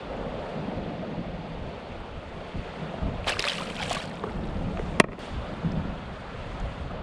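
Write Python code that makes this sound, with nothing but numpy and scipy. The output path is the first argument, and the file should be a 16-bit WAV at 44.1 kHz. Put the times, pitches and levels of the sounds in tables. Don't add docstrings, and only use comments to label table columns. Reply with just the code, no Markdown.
import sys
import numpy as np
from scipy import signal
from scipy.io import wavfile
from scipy.ndimage import minimum_filter1d

SR = 44100
rng = np.random.default_rng(int(sys.argv[2]) if len(sys.argv) > 2 else 0)


def transcribe(signal):
    frames = np.atleast_2d(signal).T
    limited = np.clip(frames, -1, 1)
    pcm = np.round(limited * 32767).astype(np.int16)
    wavfile.write(sys.argv[1], SR, pcm)


N = 309582
T = np.arange(N) / SR


def from_db(db):
    return 10 ** (np.asarray(db) / 20)


def rms_one(x):
    return x / np.sqrt(np.mean(x ** 2) + 1e-20)


def in_time(rows):
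    s, *columns = np.transpose(rows)
    return [np.interp(T, s, column) for column in columns]


def at_hz(points, hz):
    f, db = np.transpose(points)
    return np.interp(np.log(hz), np.log(f), db, left=-90, right=-90)


def add(out, s, sound):
    i = int(s * SR)
    out[i:i + len(sound)] += sound[:N - i]


def filtered(x, order, hz, kind="low"):
    return signal.sosfilt(signal.butter(order, hz, kind, fs=SR, output="sos"), x)


def drift(rate_hz):
    r = np.exp(-80 * np.pi * rate_hz / SR)
    white = rng.standard_normal(N // 40 + 2002)
    slow = signal.lfilter([1], [1, -2 * r, r * r], white)[2000:]
    return np.interp(np.arange(N) / 40, np.arange(len(slow)), rms_one(slow))


def coloured_noise(colour, flicker_db, flicker_hz):
    out = np.zeros(N)
    white = rng.standard_normal((2, N))
    edges = 18 * 2 ** (np.arange(30) / 3)
    for k, band in enumerate(zip(edges, edges[1:])):
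        hz = np.sqrt(band[0] * band[1])
        if colour[0][0] < hz < colour[-1][0]:
            gain = from_db(at_hz(colour, hz) + flicker_db * drift(flicker_hz))
            out += gain * filtered(white[k % 2], 2, band, "band")
    return rms_one(out)


def burst_power(rows):
    power = 0
    for s, db, rise, decay in rows:
        swell = np.clip((T - s) / rise, 0, 1)
        fade = np.exp(-np.maximum(T - s - rise, 0) / decay)
        power = power + (from_db(db) * swell * fade) ** 2
    return power


def bubble(hz, t60, swell_cycles, climb=0.082):
    t = T[:int(1.5 * t60 * SR) + 2]
    phase = 2 * np.pi * hz * (t + climb * t * t / (2 * t60))
    swell = 1 - np.exp(-(hz * t / swell_cycles) ** 2)
    return swell * np.exp(-np.log(1000) * t / t60) * np.sin(phase)


GUST_RISE_S, GUST_FALL_S = 0.027, 0.051


def gust(start, hold):
    swell = np.clip((T - start) / GUST_RISE_S, 0, 1)
    return swell * np.exp(-np.maximum(T - start - hold, 0) / GUST_FALL_S)


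# start_s, hold_s, microphone_level_db, hull_rumble_level_db
GUST_ROWS = [(0, 0.088, -40.5, -43), (0.14, 0.27, -41, -39.5), (0.538, 0.25, -58.5, -35),
             (0.743, 0.077, -38.5, -38), (0.862, 0.27, -61, -35.5), (1.155, 0.044, -35.5, -33.5),
             (1.255, 0.27, -44, -39), (1.547, 0.086, -35.5, -41.5), (1.87, 0.46, -43, -55),
             (2.535, 0.062, -33, -37.5), (2.772, 0.18, -62, -40), (3.007, 0.087, -29.5, -31.5),
             (3.12, 0.11, -35.5, -46), (3.25, 0.14, -37.5, -54), (3.5, 0.21, -61, -41),
             (3.793, 0.18, -42, -40.5), (4.016, 0.22, -61, -41), (4.264, 0.85, -36, -36),
             (4.502, 0.22, -37.5, -39.5), (5.295, 0.092, -32, -42.5), (5.495, 0.091, -41, -36.5),
             (5.625, 0.1, -34, -29), (5.737, 0.16, -36.5, -36.5), (5.955, 0.22, -41.5, -51),
             (6.312, 0.73, -40, -56), (6.59, 0.053, -28.5, -42.5), (6.764, 0.3, -36.5, -44)]
# frequency_hz, level_db (per Hz)
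WIND_SPECTRUM = [(15, -9), (25, 0), (50, -0.5), (75, 0), (100, -4), (135, -6.5)]
# frequency_hz, level_db (per Hz)
RUMBLE_SPECTRUM = [(70, -5.5), (110, -16), (170, 6), (220, -2.5), (300, -7.5), (450, -28)]
BREEZE_DB, HULL_MURMUR_DB = -48, -48


def wind(hollow_hz=172, hollow_q=5.9, hollow_db=-5.0, turbulence_db=1.53):
    buffet_power, rumble_power = from_db(BREEZE_DB) ** 2, from_db(HULL_MURMUR_DB) ** 2
    for start, hold, buffet_db, rumble_db in GUST_ROWS:
        shape = gust(start, hold)
        buffet_power = buffet_power + (from_db(buffet_db) * shape) ** 2
        rumble_power = rumble_power + (from_db(rumble_db) * shape) ** 2
    buffet = coloured_noise(WIND_SPECTRUM, flicker_db=0.5, flicker_hz=5.7)
    resonance = signal.iirpeak(hollow_hz, hollow_q, fs=SR)
    hollow = rms_one(signal.lfilter(*resonance, rng.standard_normal(N)))
    hollow = filtered(hollow, 2, 2 * hollow_hz)
    rumble = coloured_noise(RUMBLE_SPECTRUM, flicker_db=1.5, flicker_hz=8.4)
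    rumble = rms_one(rumble + from_db(hollow_db) * hollow)
    turbulence = from_db(turbulence_db * drift(12.8))
    return turbulence * (np.sqrt(buffet_power) * buffet + np.sqrt(rumble_power) * rumble)


# time_s, body_level_db, hiss_level_db, foam_level_db
SURF_LEVELS = [(0.1, -40.5, -49.5, -70.5), (0.5, -37, -48.5, -69), (0.8, -38, -49.5, -72.5),
               (1.3, -40, -50.5, -73.5), (1.8, -39.5, -50, -71.5), (2.15, -43.5, -52, -71.5),
               (2.7, -39.5, -48, -67.5), (4.35, -40, -53, -74), (4.85, -39, -50, -63.5),
               (5.4, -40, -50.5, -71), (5.85, -39.5, -50, -71), (6.2, -43, -50.5, -69.5),
               (6.45, -41, -48.5, -67.5), (6.82, -42.5, -50, -67), (7.0, -43.5, -51, -76)]
# time_s, level_db
RUSH_LEVELS = [(0.3, -47.5), (1.3, -52), (2.3, -50), (3.1, -47.5), (4.6, -48.5), (5.6, -46.5), (7.0, -47)]
# frequency_hz, level_db (per Hz)
BODY_SPECTRUM = [(200, 1), (320, -3.5), (450, 0.5), (600, 1.5), (800, -2), (1000, -12), (1150, -26)]
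RUSH_SPECTRUM = [(900, 0.5), (1300, 0.5), (1900, -10.5)]
HISS_SPECTRUM = [(1450, 0.5), (2000, 2.5), (2600, 2), (3200, 0), (4100, -6.5), (4700, -20)]
FOAM_SPECTRUM = [(4600, -18), (5200, 5.5), (6500, 4), (8200, 1.5), (10400, -23), (14000, -15.5)]


def sea():
    body_db, hiss_db, foam_db = in_time(SURF_LEVELS)
    rush_db, = in_time(RUSH_LEVELS)
    body = from_db(body_db) * coloured_noise(BODY_SPECTRUM, flicker_db=2.06, flicker_hz=15.0)
    rush = from_db(rush_db) * coloured_noise(RUSH_SPECTRUM, flicker_db=1.8, flicker_hz=28)
    hiss = from_db(hiss_db) * coloured_noise(HISS_SPECTRUM, flicker_db=1.17, flicker_hz=49)
    foam = from_db(foam_db) * coloured_noise(FOAM_SPECTRUM, flicker_db=1.3, flicker_hz=30)
    return body + rush + hiss + foam


# start_s, level_db, rise_s, decay_s, pitch_hz
LAP_ROWS = [(0.04, -37, 0.063, 0.72, 527), (2.919, -38, .001, .004, 900), (2.936, -37, 0.0043, 0.012, 714),
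            (2.984, -38, .001, 0.0033, 850), (4.2, -44, 0.15, 0.4, 340),
            (4.237, -27.5, 0.00082, 0.0035, 1090), (4.262, -43, .005, .04, 1100),
            (4.772, -37.5, .001, 0.0044, 2400), (4.793, -42, 0.0008, 0.0042, 1400),
            (5.6, -53, .1, 0.67, 780), (6.88, -37, .06, .08, 586)]


def laps(width=1.124):
    out = np.zeros(N)
    for *burst, hz in LAP_ROWS:
        slosh = filtered(rng.standard_normal(N), 1, [hz / width, hz * width], "band")
        slosh = filtered(slosh, 2, [hz / 2, 2 * hz], "band")
        out += rms_one(slosh) * np.sqrt(burst_power([burst]))
    return out


# start_s, level_db (before ring_db or snap_db), pitch_hz, t60_s
PLOP_ROWS = [(2.940, -27, 650, 0.035), (3.244, -26.5, 2520, .008), (3.27, -7.5, 650, 0.007),
             (3.278, -17, 1140, 0.0088), (3.2842, -23, 490, 0.016), (3.285, -21, 3460, 0.0088),
             (3.293, -15, 2880, 0.004), (3.3, -20, 1640, 0.019), (3.317, -21, 690, 0.013),
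             (3.3215, -27, 4270, 0.016), (3.321, -27.5, 2630, 0.049), (3.323, -27, 575, .035),
             (3.329, -29, 2850, .025), (3.338, -27.5, 1170, .02), (3.367, -27, 1150, .015),
             (3.369, -26, 1560, 0.017), (3.3937, -14.5, 2710, 0.0088), (3.3937, -14, 4910, 0.007),
             (3.394, -21.5, 405, 0.03), (3.404, -17, 3700, 0.0078), (3.4408, -8.5, 1630, 0.0046),
             (3.4425, -25, 2430, 0.013), (3.450, -28, 570, 0.12), (3.452, -22, 4070, .011),
             (3.4677, -19.5, 1190, .018), (3.4765, -16, 2500, 0.016), (3.484, -13, 3170, 0.008),
             (3.4865, -22, 4820, .009), (3.496, -20, 3100, 0.019), (3.497, -23, 4700, .009),
             (3.501, -19, 3850, 0.0089), (3.502, -23, 3000, .012), (3.518, -24, 2900, .013),
             (3.519, -27, 1790, 0.015), (3.540, -30, 2000, 0.012), (3.553, -28, 2831, .012),
             (3.572, -27, 4100, .008), (3.582, -24.5, 2800, 0.016), (3.586, -29, 1170, 0.027),
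             (3.605, -31, 1020, 0.051), (3.62, -30, 1280, 0.037), (3.621, -33, 2320, 0.01),
             (3.700, -29, 2620, .013), (3.766, -32, 3140, 0.011), (3.798, -30, 1440, .012),
             (3.803, -26.5, 820, 0.036), (3.817, -26, 3220, 0.011), (3.822, -28, 780, .028),
             (3.828, -23.5, 2220, .012), (3.835, -29, 3290, .012), (3.904, -24, 3200, .01),
             (3.910, -16, 700, 0.03), (3.918, -23, 1070, 0.022), (3.922, -30, 2650, 0.012),
             (3.9385, -26, 2550, 0.014), (3.950, -25, 606, 0.043), (3.957, -24, 1530, 0.012),
             (3.967, -26.5, 1120, 0.052), (4.026, -31.5, 2720, 0.014), (4.113, -32, 1790, .01),
             (4.238, -19.5, 775, 0.014), (4.239, -19, 414, 0.031), (4.266, -27, 422, 0.086),
             (4.294, -36, 2020, 0.013), (4.772, -30, 1210, 0.017), (4.793, -24, 1000, .007),
             (4.7935, -29, 2000, 0.0092), (4.796, -17, 416, 0.022)]


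def plops(ring_db=3.0, snap_db=-22.5, snap_s=0.0012):
    out, t = np.zeros(N), T[:SR // 100]
    for s, db, hz, t60 in PLOP_ROWS:
        noise = filtered(rng.standard_normal(len(t)), 2, [hz, min(4 * hz, SR / 4)], "band")
        snap = rms_one(noise) * np.exp(-t / snap_s)
        add(out, s, from_db(db + snap_db) * snap)
        add(out, s, from_db(db + ring_db) * bubble(hz, t60, swell_cycles=0.65))
    return out


# time_s, level_db (before each layer's own level)
SPRAY_LEVELS = [(3.22, -76), (3.28, -34.5), (3.38, -43), (3.46, -33), (3.71, -44), (3.87, -37.5),
                (4.02, -41), (4.09, -51.5), (4.3, -55.5), (4.65, -62.5)]
# frequency_hz, level_db (per Hz)
SPLASH_SPECTRUM = [(300, -19), (500, 8.5), (700, -0.5), (1200, -1.5), (1800, 0), (2800, 2), (4300, -5),
                   (6000, -13), (8000, -4), (10200, -42), (12000, -16), (15500, -33)]
SPRAY_START_S, SPRAY_END_S = SPRAY_LEVELS[0][0], SPRAY_LEVELS[-1][0]


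def droplets(per_s, level, cycles=27.0, cycles_spread=1.0, spread_db=2.5, low_hz=650, high_hz=5500):
    landing = (rng.random(N) < per_s / SR) & (T > SPRAY_START_S) & (T < SPRAY_END_S)
    at = np.flatnonzero(landing)
    size, pitch, ring, sign = rng.random((N, 4))[at].T
    pitches = low_hz * (high_hz / low_hz) ** pitch
    size_db = spread_db * np.minimum(-np.log(size), np.e)
    sizes = rms_one(from_db(at_hz(SPLASH_SPECTRUM, pitches) + size_db) * np.sqrt(pitches))
    t60s = cycles * np.exp(cycles_spread * np.pi * (ring - .5)) / pitches
    out = np.zeros(N)
    for i, hz, t60, height in zip(at, pitches, t60s, sizes * np.sign(sign - .5)):
        drop = bubble(hz, t60, swell_cycles=1.0)
        share = np.sqrt(SR / per_s[i] / np.sum(drop ** 2))
        add(out, T[i], height * level[i] * share * drop)
    return out


# start_s, level_db (before each layer's own level), rise_s, decay_s
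GUSH_ROWS = [(3.268, -26, 0.013, 0.012), (3.290, -24, 0.0041, 0.01), (3.317, -43, 0.008, 0.017),
             (3.39, -32, 0.0025, 0.017), (3.443, -30.5, 0.0075, 0.014), (3.481, -29.5, 0.0044, 0.0069),
             (3.494, -33, 0.0063, 0.01), (3.516, -38, .003, .009), (3.549, -42, .003, 0.0055),
             (3.695, -41, 0.0041, 0.01), (3.810, -35, 0.014, 0.018), (3.899, -36, 0.014, 0.036),
             (3.944, -30, 0.0054, 0.0071)]
# frequency_hz, level_db (per Hz)
MIST_SPECTRUM = [(5800, -1), (7500, -3), (10200, -5), (12000, -14), (15500, -10)]
DROPS_PER_S, DROPS_AT_DB, DROPS_FOLLOW = 1300, -38, .8
CLUMP_DB, CLUMP_HZ = 2.0, 30


def splash(drops_db=-0.5, pockets_db=-6, fizz_db=-4.0, mist_db=-23.0, crackle_db=1.5):
    level = np.sqrt(burst_power(GUSH_ROWS) + from_db(in_time(SPRAY_LEVELS)[0]) ** 2)
    per_s = DROPS_PER_S * (level / from_db(DROPS_AT_DB)) ** DROPS_FOLLOW
    clumps = rms_one(from_db(CLUMP_DB * drift(CLUMP_HZ)))
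    drops = from_db(drops_db) * droplets(per_s, level * clumps)
    pockets = droplets(np.full(N, 90), level, cycles=33, cycles_spread=.4, low_hz=464, high_hz=3540)
    fizz = from_db(fizz_db) * coloured_noise(SPLASH_SPECTRUM, flicker_db=3.5, flicker_hz=60)
    mist = from_db(mist_db) * coloured_noise(MIST_SPECTRUM, flicker_db=2.0, flicker_hz=40)
    crackle = rms_one(from_db(crackle_db * drift(150)))
    airborne = (T > SPRAY_START_S) & (T < SPRAY_END_S)
    return drops + from_db(pockets_db) * pockets + airborne * level * crackle * (fizz + mist)


# start_s, level_db (before gain_db), pitch_hz
SMACK_ROWS = [(3.267, -24, 2600), (3.293, -16, 4200), (3.309, -25, 2800), (3.3944, -22, 7800),
              (3.4243, -17, 4200), (3.468, -26, 3500), (3.484, -21, 4600), (3.517, -26.5, 2500),
              (3.5535, -25, 3395), (3.5822, -28, 4200), (3.612, -24, 3200), (3.701, -22.5, 2480),
              (3.755, -27, 3200), (3.8272, -21, 3200), (3.834, -21, 4000), (3.8963, -21, 4500),
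              (3.902, -26, 5060), (3.929, -18.5, 6700), (3.948, -25.5, 5500), (3.9765, -32, 4500),
              (4.055, -36, 6000), (4.095, -42, 5500), (4.155, -43, 5500)]


def smacks(rise_s=0.0003, decay_s=0.0015, gain_db=-4.0):
    out, t = np.zeros(N), T[:SR // 80]
    shape = (1 - np.exp(-t / rise_s)) * np.exp(-t / decay_s)
    for s, db, hz in SMACK_ROWS:
        noise = filtered(rng.standard_normal(len(t)), 2, [hz / 1.7, 1.4 * hz], "band")
        add(out, s, from_db(db + gain_db) * rms_one(noise) * shape)
    return out


# start_s, level_db, pitch_hz
TICK_ROWS = [(4.9365, -56, 6200), (5.649, -62, 7300), (5.719, -44.5, 4870), (6.600, -48, 5800)]


def ticks(decay_s=0.0022):
    out, t = np.zeros(N), T[:SR // 50]
    for s, db, hz in TICK_ROWS:
        noise = filtered(rng.standard_normal(len(t)), 2, [.8 * hz, 1.25 * hz], "band")
        add(out, s, from_db(db) * rms_one(noise) * np.exp(-t / decay_s))
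    return out


# start_s, strength_db, contact_s
KNOCK_ROWS = [(4.9992, -0.5, 0.00019), (5.0388, -18, 0.00035), (5.0404, -13.5, 0.00047),
              (5.0438, -27, 0.0012), (5.0842, -26, 0.00042), (5.089, -31, 0.0006), (5.112, -36, 0.00055),
              (5.118, -30, 0.00033), (5.122, -33.5, 0.00042), (5.13, -30, 0.00031), (5.182, -30, 0.00042)]
# pitch_hz, level_db (relative), t60_s
BOAT_RINGS = [(193, -3.5, 0.032), (270, -4, 0.029), (385, -0.5, 0.028), (488, 0, 0.021), (604, -7.5, 0.049),
              (700, -4, 0.028), (907, -16.5, 0.078), (976, -0.5, 0.018), (1093, -6, 0.031),
              (1279, -6.5, 0.041), (1430, -12, 0.025), (1645, -9.5, 0.026), (1860, -2, 0.029),
              (2066, 0.5, 0.02), (2290, -8, 0.04), (2431, -7, 0.042), (2676, -4, 0.031), (3030, -10, 0.022),
              (3186, -14, 0.037), (3470, -5, 0.021), (4100, -11.5, 0.034), (4770, -8.5, 0.024),
              (5200, -10, 0.018), (5600, -7, 0.014), (6600, -22, 0.013), (7500, -9, 0.016),
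              (7838, -6, 0.016), (9580, 6.5, 0.011)]
MODE_SCATTER_DB = 2
MODE_LAG_CYCLES, CRACK_DECAY_S = .4, .0045


def knocks(crack_db=4.5, crack_hz=9000, lowest_hz=70):
    out, t = np.zeros(N), T[:SR // 8]
    for s, db, contact in KNOCK_ROWS:
        scatter_db = rng.normal(0, MODE_SCATTER_DB, len(BOAT_RINGS))
        body = np.zeros(len(t))
        for k, (hz, level_db, t60) in enumerate(BOAT_RINGS):
            age = np.maximum(t - MODE_LAG_CYCLES / hz, 0)
            ring = np.exp(-np.log(1000) * age / t60) * np.sin(2 * np.pi * hz * age)
            body += (-1) ** k * from_db(level_db + scatter_db[k]) * ring
        crack = filtered(rng.standard_normal(len(t)), 1, crack_hz, "high") * np.exp(-t / CRACK_DECAY_S)
        push = np.exp(-7 * t / contact) * (t + 1 / SR) ** 3
        struck = signal.fftconvolve(body + from_db(crack_db) * crack, push / push.sum())
        add(out, s, from_db(db) * struck)
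    return filtered(out, 2, lowest_hz, "high")


def scene(side_noise_db=-90.0):
    mono = wind() + sea() + laps() + plops() + splash() + smacks() + ticks() + knocks()
    side = from_db(side_noise_db) * coloured_noise(FOAM_SPECTRUM, flicker_db=2.5, flicker_hz=10)
    return np.array([mono + side, mono - side])


def excess_db(x, threshold_db, most_db):
    return np.clip(20 * np.log10(np.abs(x).max(axis=0) + 1e-9) - threshold_db, 0, most_db)


def hold_peak(db, hold_s):
    half = int(hold_s * SR / 2)
    return -minimum_filter1d(-db, 2 * half + 1, origin=half)


def follow(db, attack_s, release_db_per_s):
    released = np.maximum.accumulate(db + release_db_per_s * T) - release_db_per_s * T
    r = np.exp(-1 / (attack_s * SR))
    return signal.lfilter([1 - r], [1, -r], released)


def gain_control(x, threshold_db=-10.5, most_db=6.0, hold_s=.184, attack_s=0.00065, release_db_per_s=900,
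                 treble_hz=3000, treble_share=0.045, switch_db=-32.0, overshoot_db=12.5, settle_s=0.28):
    held = hold_peak(excess_db(x, threshold_db, most_db), hold_s)
    cut_db = follow(held, attack_s, release_db_per_s)
    let_go = np.diff(1.0 * (held > most_db / 2), prepend=0) < 0
    lift_db = overshoot_db * signal.lfilter([1], [1, -np.exp(-1 / (settle_s * SR))], let_go)
    lows = filtered(x, 1, treble_hz)
    highs = filtered(x, 1, 2 * treble_hz, "high")
    shaped = lows + (x - lows) * from_db(-treble_share * cut_db) + highs * (from_db(lift_db) - 1)
    return shaped * from_db(-cut_db) + from_db(switch_db) * let_go


def hush(x, threshold_db=-8.0, most_over_db=7.0, depth=1.4, hold_s=.075, attack_s=.018,
         release_db_per_s=350, corner_hz=900):
    held = hold_peak(excess_db(x, threshold_db, most_over_db), hold_s)
    cut_db = depth * follow(held, attack_s, release_db_per_s)
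    lows = filtered(x, 1, corner_hz)
    return lows + (x - lows) * from_db(-cut_db)


TREBLE_EDGE_HZ, TREBLE_LEAK_DB, CUTOFF_HZ = 10600, -9.5, 15750


def record(dry):
    clipped = np.clip(hush(gain_control(dry)), -.92, .92)
    below_edge = filtered(clipped, 16, TREBLE_EDGE_HZ)
    above_edge = filtered(clipped, 16, TREBLE_EDGE_HZ, "high")
    stepped = below_edge + from_db(TREBLE_LEAK_DB) * above_edge
    return signal.sosfilt(signal.ellip(10, .1, 80, CUTOFF_HZ, fs=SR, output="sos"), stepped)


dry = scene()
out = record(dry)
transcribe(out)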